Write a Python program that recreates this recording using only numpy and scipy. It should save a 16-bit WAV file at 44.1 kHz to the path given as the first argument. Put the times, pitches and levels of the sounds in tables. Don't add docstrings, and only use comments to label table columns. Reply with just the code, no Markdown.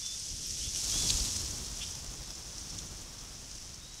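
import sys
import numpy as np
from scipy import signal
from scipy.fft import rfft, irfft
from scipy.io import wavfile

SR = 44100
rng = np.random.default_rng(int(sys.argv[2]) if len(sys.argv) > 2 else 0)


def wav_out(sig):
    wavfile.write(sys.argv[1], SR, np.round(np.clip(np.atleast_2d(sig).T, -1, 1) * 32767).astype(np.int16))


N = 176400
TIME = np.arange(N) / SR

# time_s, relative_db
RUSTLE_FADER = [(0, -38), (.4, -38.5), (.5, -36), (.64, -35.5), (.725, -37.5), (.9, -33.5), (1.08, -30),
                (1.14, -33.5), (1.36, -34.5), (1.42, -36.5), (1.65, -40.5), (1.85, -39), (2.05, -44),
                (2.45, -44), (2.7, -43), (3.1, -46), (3.6, -44), (3.75, -47.5), (4, -47)]
# frequency_hz, gain_db
RUSTLE_EQ = [(900, -29), (2000, -22.5), (3300, -9.5), (3950, -11), (4500, -7), (5250, 0), (5750, 2),
             (7200, -5.5), (9000, -11), (11300, -18.5), (13500, -30), (15700, -36)]
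# frequency_hz, gain_db
FLURRY_EQ = [(1200, -31), (2300, -14), (3100, -8), (4000, -1.5), (5200, -2), (6800, 3.5), (9000, -6),
             (11500, -12), (13500, -20.5), (15700, -27)]
# peak_s, relative_db, decay_s, pitch_hz
CRUNCH_CUES = [(.197, -39, .004, 8000), (0.46, -34, 0.0044, 5600), (0.467, -45, .003, 12900),
               (.509, -32, 0.0068, 5570), (0.642, -33, .004, 6200), (0.691, -34, 0.0043, 6200),
               (0.749, -31, 0.0026, 5730), (0.76, -40, 0.0087, 3200), (.763, -29.5, 0.0057, 5960),
               (.775, -34, 0.0035, 9600), (1.093, -26.5, 0.0075, 4700), (1.103, -18.5, 0.0024, 3930),
               (1.107, -25, 0.0059, 6700), (1.173, -28.5, 0.0052, 6300), (1.202, -28.5, .004, 4900),
               (1.366, -28, .004, 6000), (1.463, -38, 0.0027, 6250), (1.51, -32.5, .004, 6260),
               (1.911, -37, .005, 6200), (1.952, -38, .002, 5600), (2.139, -39, .004, 6200),
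               (2.306, -36, 0.0054, 5350), (2.354, -39, .003, 6900), (2.595, -39, .003, 6150),
               (2.614, -40, .004, 5600), (2.705, -39, 0.0035, 5600), (2.787, -32.5, 0.0049, 5970),
               (2.79, -42, .004, 3450), (3.015, -40, .003, 6700), (3.515, -37, .003, 5640),
               (3.554, -40, .003, 6200)]
# time_s, level_db
TICK_FADER = [(0, -51.5), (.65, -51), (.95, -49.5), (1.3, -48.5), (1.7, -53.5), (2.4, -56.5), (4, -68)]
# pitch_hz, gain_db
LEAF_MODES = [(3400, -6), (4200, -4), (5500, 5), (6200, 4.5), (7000, 1.5), (7900, -1.5), (9000, -3.5),
              (10200, -6.5), (11600, -16), (13200, -15)]
# time_s, relative_db
WHIRR_FADER = [(0, -58), (0.18, -60), (0.32, -49.5), (0.45, -53), (0.62, -49), (0.8, -52), (1.08, -40),
               (1.3, -43.5), (1.7, -49.5), (1.95, -49.5), (2.2, -49), (2.5, -53.5), (2.8, -47.5),
               (3.05, -53), (3.6, -52.7), (4, -56.5)]
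# frequency_hz, gain_db
WHIRR_EQ = [(20, -9.5), (45, 0.5), (90, -6), (180, -12), (350, -19), (700, -32.5), (1500, -48)]
# time_s, relative_db
SWISH_FADER = [(0, -67), (.55, -78), (.78, -55.5), (.95, -50.5), (1.12, -47), (1.3, -50), (1.6, -53.5),
               (2.2, -54.5), (2.8, -55), (3.6, -56.5), (4, -59)]
# frequency_hz, gain_db
SWISH_EQ = [(150, -10), (500, 1.5), (1200, 0.5), (2200, -6), (3600, -2.5), (6000, -0.5), (12000, -15)]
# peak_s, peak_db, pitch_hz
DOWNSTROKE_CUES = [(.678, -36.5, 85), (1.11, -39, 55), (1.15, -29.5, 42), (1.217, -28.5, 45),
                   (1.324, -44, 60), (1.435, -45, 55), (1.512, -35, 65), (2.088, -35.5, 49)]
# start_s, length_s, level_db, start_hz, middle_hz, end_hz
WHISTLE_CUES = [(.025, 0.13, -48, 3490, 3500, 3580), (0.611, 0.091, -51.5, 3000, 3374, 3490),
                (.925, 0.153, -45, 3220, 3445, 3350), (3.81, .2, -59.5, 3690, 3860, 3860)]
# start_s, length_s, rasp_level_db, rasp_pitch_hz
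CHUCK_CUES = [(0.622, 0.056, -52.5, 3174), (1.809, 0.0344, -42.5, 3154)]
# frequency_hz, gain_db
AIR_EQ = [(20, 2.5), (42, -3), (100, -11), (300, -21.5), (900, -26), (2500, -23), (6000, -24), (11000, -42),
          (15500, -57)]

CRACKS_PER_S = 5500


def leaf_rustle(bands=6, trim_db=-3):
    gain = fader(RUSTLE_FADER)
    activity = gain / gain.mean()
    band_position = np.interp(np.log(bin_hz()), np.log([2500, 13000]), [0, bands - 1])
    spectrum = 0
    for band in range(bands):
        band_gain = np.sqrt(np.clip(1 - abs(band_position - band), 0, 1))
        spectrum = spectrum + rfft(clicks(CRACKS_PER_S * activity)) * band_gain
    cracks = irfft(spectrum, N) / np.sqrt(activity)
    clumping = from_db(.68 * drift(19))
    return from_db(trim_db) * gain * equalise(cracks * clumping, RUSTLE_EQ)


def leaf_flurry(hold_start_s=.92, hold_end_s=1.037, hold_db=-35.5):
    swell_db = -49 * np.maximum(hold_start_s - TIME, 0)
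    fade_db = -22.5 * np.maximum(TIME - hold_end_s, 0)
    cracks = clicks(CRACKS_PER_S) * from_db(2.3 * drift(55))
    return from_db(hold_db + swell_db + fade_db) * equalise(cracks, FLURRY_EQ)


def leaf_crunches(width_oct=.13, attack_ratio=.72, trim_db=-1.5):
    out = np.zeros(N)
    for peak_s, db, decay_s, hz in CRUNCH_CUES:
        resonance = (1 + (np.log2(bin_hz() / hz) / width_oct) ** 2) ** -.68
        cracks = irfft(rfft(clicks(CRACKS_PER_S)) * resonance, N)
        cracks = equalise(cracks, [(500, -7), (2500, 1), (9000, 2), (16000, -11)])
        envelope = np.exp(-np.maximum(TIME - peak_s, (peak_s - TIME) / attack_ratio) / decay_s)
        burst = cracks * envelope
        makeup_gain = np.sqrt(np.sum(envelope ** 2) / (np.sum(burst ** 2) + 1e-20))
        out += from_db(db + trim_db) * burst * makeup_gain
    return out


def leaf_ticks(snaps_per_s=77, decay_cycles=5.9):
    snaps = clicks(snaps_per_s)
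    out = np.zeros(N)
    for hz, db in LEAF_MODES:
        decay = np.exp(-hz / (decay_cycles * SR))
        angle = 2 * np.pi * hz / SR
        strikes = snaps * rng.uniform(-1.02, 1, N) + 1e-18
        ring = signal.lfilter([0, np.sin(angle)], [1, -2 * decay * np.cos(angle), decay ** 2], strikes)
        out += from_db(db) * ring
    return fader(TICK_FADER) * unit_rms(out)


def flock_wings(birds=6, typical_beat_hz=11.5, whirr_trim_db=2, swish_trim_db=1):
    power = 0
    for _ in range(birds):
        cycles = typical_beat_hz * rng.uniform(.75, 1.25) * TIME + rng.random()
        power = power + np.exp(np.cos(2 * np.pi * cycles) + .5 * drift(1.4))
    beats = unit_rms(np.sqrt(power) * rng.standard_normal(N))
    feathers = beats * rng.choice([-1, 1], N)
    whirr = fader(WHIRR_FADER) * equalise(beats, WHIRR_EQ)
    swish = fader(SWISH_FADER) * equalise(feathers, SWISH_EQ)
    return from_db(whirr_trim_db) * whirr + from_db(swish_trim_db) * swish


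def close_wings():
    out = np.zeros(N)
    for peak_s, db, hz in DOWNSTROKE_CUES:
        phase_squared = (np.pi * hz * (TIME - peak_s)) ** 2
        out += from_db(db) * (1 - 2 * phase_squared) * np.exp(-phase_squared)
    return out


def whistles(waver=.00298, flutter_db=1.1):
    out = np.zeros(N)
    for start_s, length_s, db, *pitches in WHISTLE_CUES:
        progress = np.clip((TIME - start_s) / length_s, 0, 1)
        hz = np.polyval(np.polyfit([0, .5, 1], pitches, 2), progress)
        tone = np.sqrt(2) * sine(hz * (1 + waver * drift(106)))
        out += from_db(db + flutter_db * drift(40)) * gate(start_s, length_s, ramp_s=.01) * tone
    return out


def chucks(rise=.12, shake_hz=324, clear_ratio=1.1, clear_db=-8.5):
    out = np.zeros(N)
    for start_s, length_s, db, hz in CHUCK_CUES:
        glide = 1 + rise * (np.clip((TIME - start_s) / length_s, 0, 1) - .5)
        shake = .15 * np.sin(2 * np.pi * shake_hz * TIME) + .1 * drift(1490)
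        rasp = sine(hz * (glide + shake)) * from_db(2.6 * drift(500))
        rasp = equalise(rasp, [(1500, 0), (3000, -1.5), (3600, .5), (3950, -14)])
        clear = from_db(clear_db) * np.sqrt(2) * sine(hz * clear_ratio * glide)
        out += from_db(db) * gate(start_s, length_s, ramp_s=.016) * (rasp + clear)
    return out


def woodland_reverb(x, t60_s=.52, predelay_s=.008, wet_db=-12.5):
    tail = rng.standard_normal(N) * from_db(-60 * TIME / t60_s) * (TIME > predelay_s)
    tail /= np.sqrt(np.sum(tail ** 2))
    return x + from_db(wet_db) * signal.fftconvolve(x, tail)[:N]


def woodland_air(level_db=-55.5):
    return from_db(level_db) * equalise(rng.standard_normal(N), AIR_EQ)


def from_db(db):
    return 10 ** (np.asarray(db) / 20)


def unit_rms(x):
    return x / np.sqrt(np.mean(x ** 2) + 1e-20)


def fader(points):
    return from_db(np.interp(TIME, *np.transpose(points)))


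def bin_hz():
    return np.maximum(np.arange(N // 2 + 1) * SR / N, 1)


def equalise(x, points):
    hz, db = np.transpose(points)
    low_cut = 1 / np.sqrt(1 + (20 / bin_hz()) ** 4)
    curve = from_db(np.interp(np.log(bin_hz()), np.log(hz), db))
    return unit_rms(irfft(rfft(x) * low_cut * curve, N))


def drift(rate_hz):
    return unit_rms(irfft(rfft(rng.standard_normal(N)) / (1 + (bin_hz() / rate_hz) ** 2), N))


def clicks(per_s, spread_db=2.5):
    sizes = from_db(spread_db * np.minimum(rng.exponential(1, N), 5))
    return sizes * rng.choice([-1, 1], N) * (rng.random(N) < per_s / SR)


def sine(hz):
    return np.sin(2 * np.pi * np.cumsum(hz) / SR)


def gate(start_s, length_s, ramp_s):
    return np.clip(np.minimum(TIME - start_s, start_s + length_s - TIME) / ramp_s + .5, 0, 1)


def scene():
    air = woodland_air()
    accents = woodland_reverb(leaf_crunches() + leaf_ticks() + whistles() + chucks())
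    mono = leaf_rustle() + leaf_flurry() + flock_wings() + close_wings() + accents + air
    return np.array([mono, mono])


def record(dry, cutoff_hz=15660):
    return irfft(rfft(dry) / np.sqrt(1 + (bin_hz() / cutoff_hz) ** 600), N)


dry = scene()
out = record(dry)
wav_out(out)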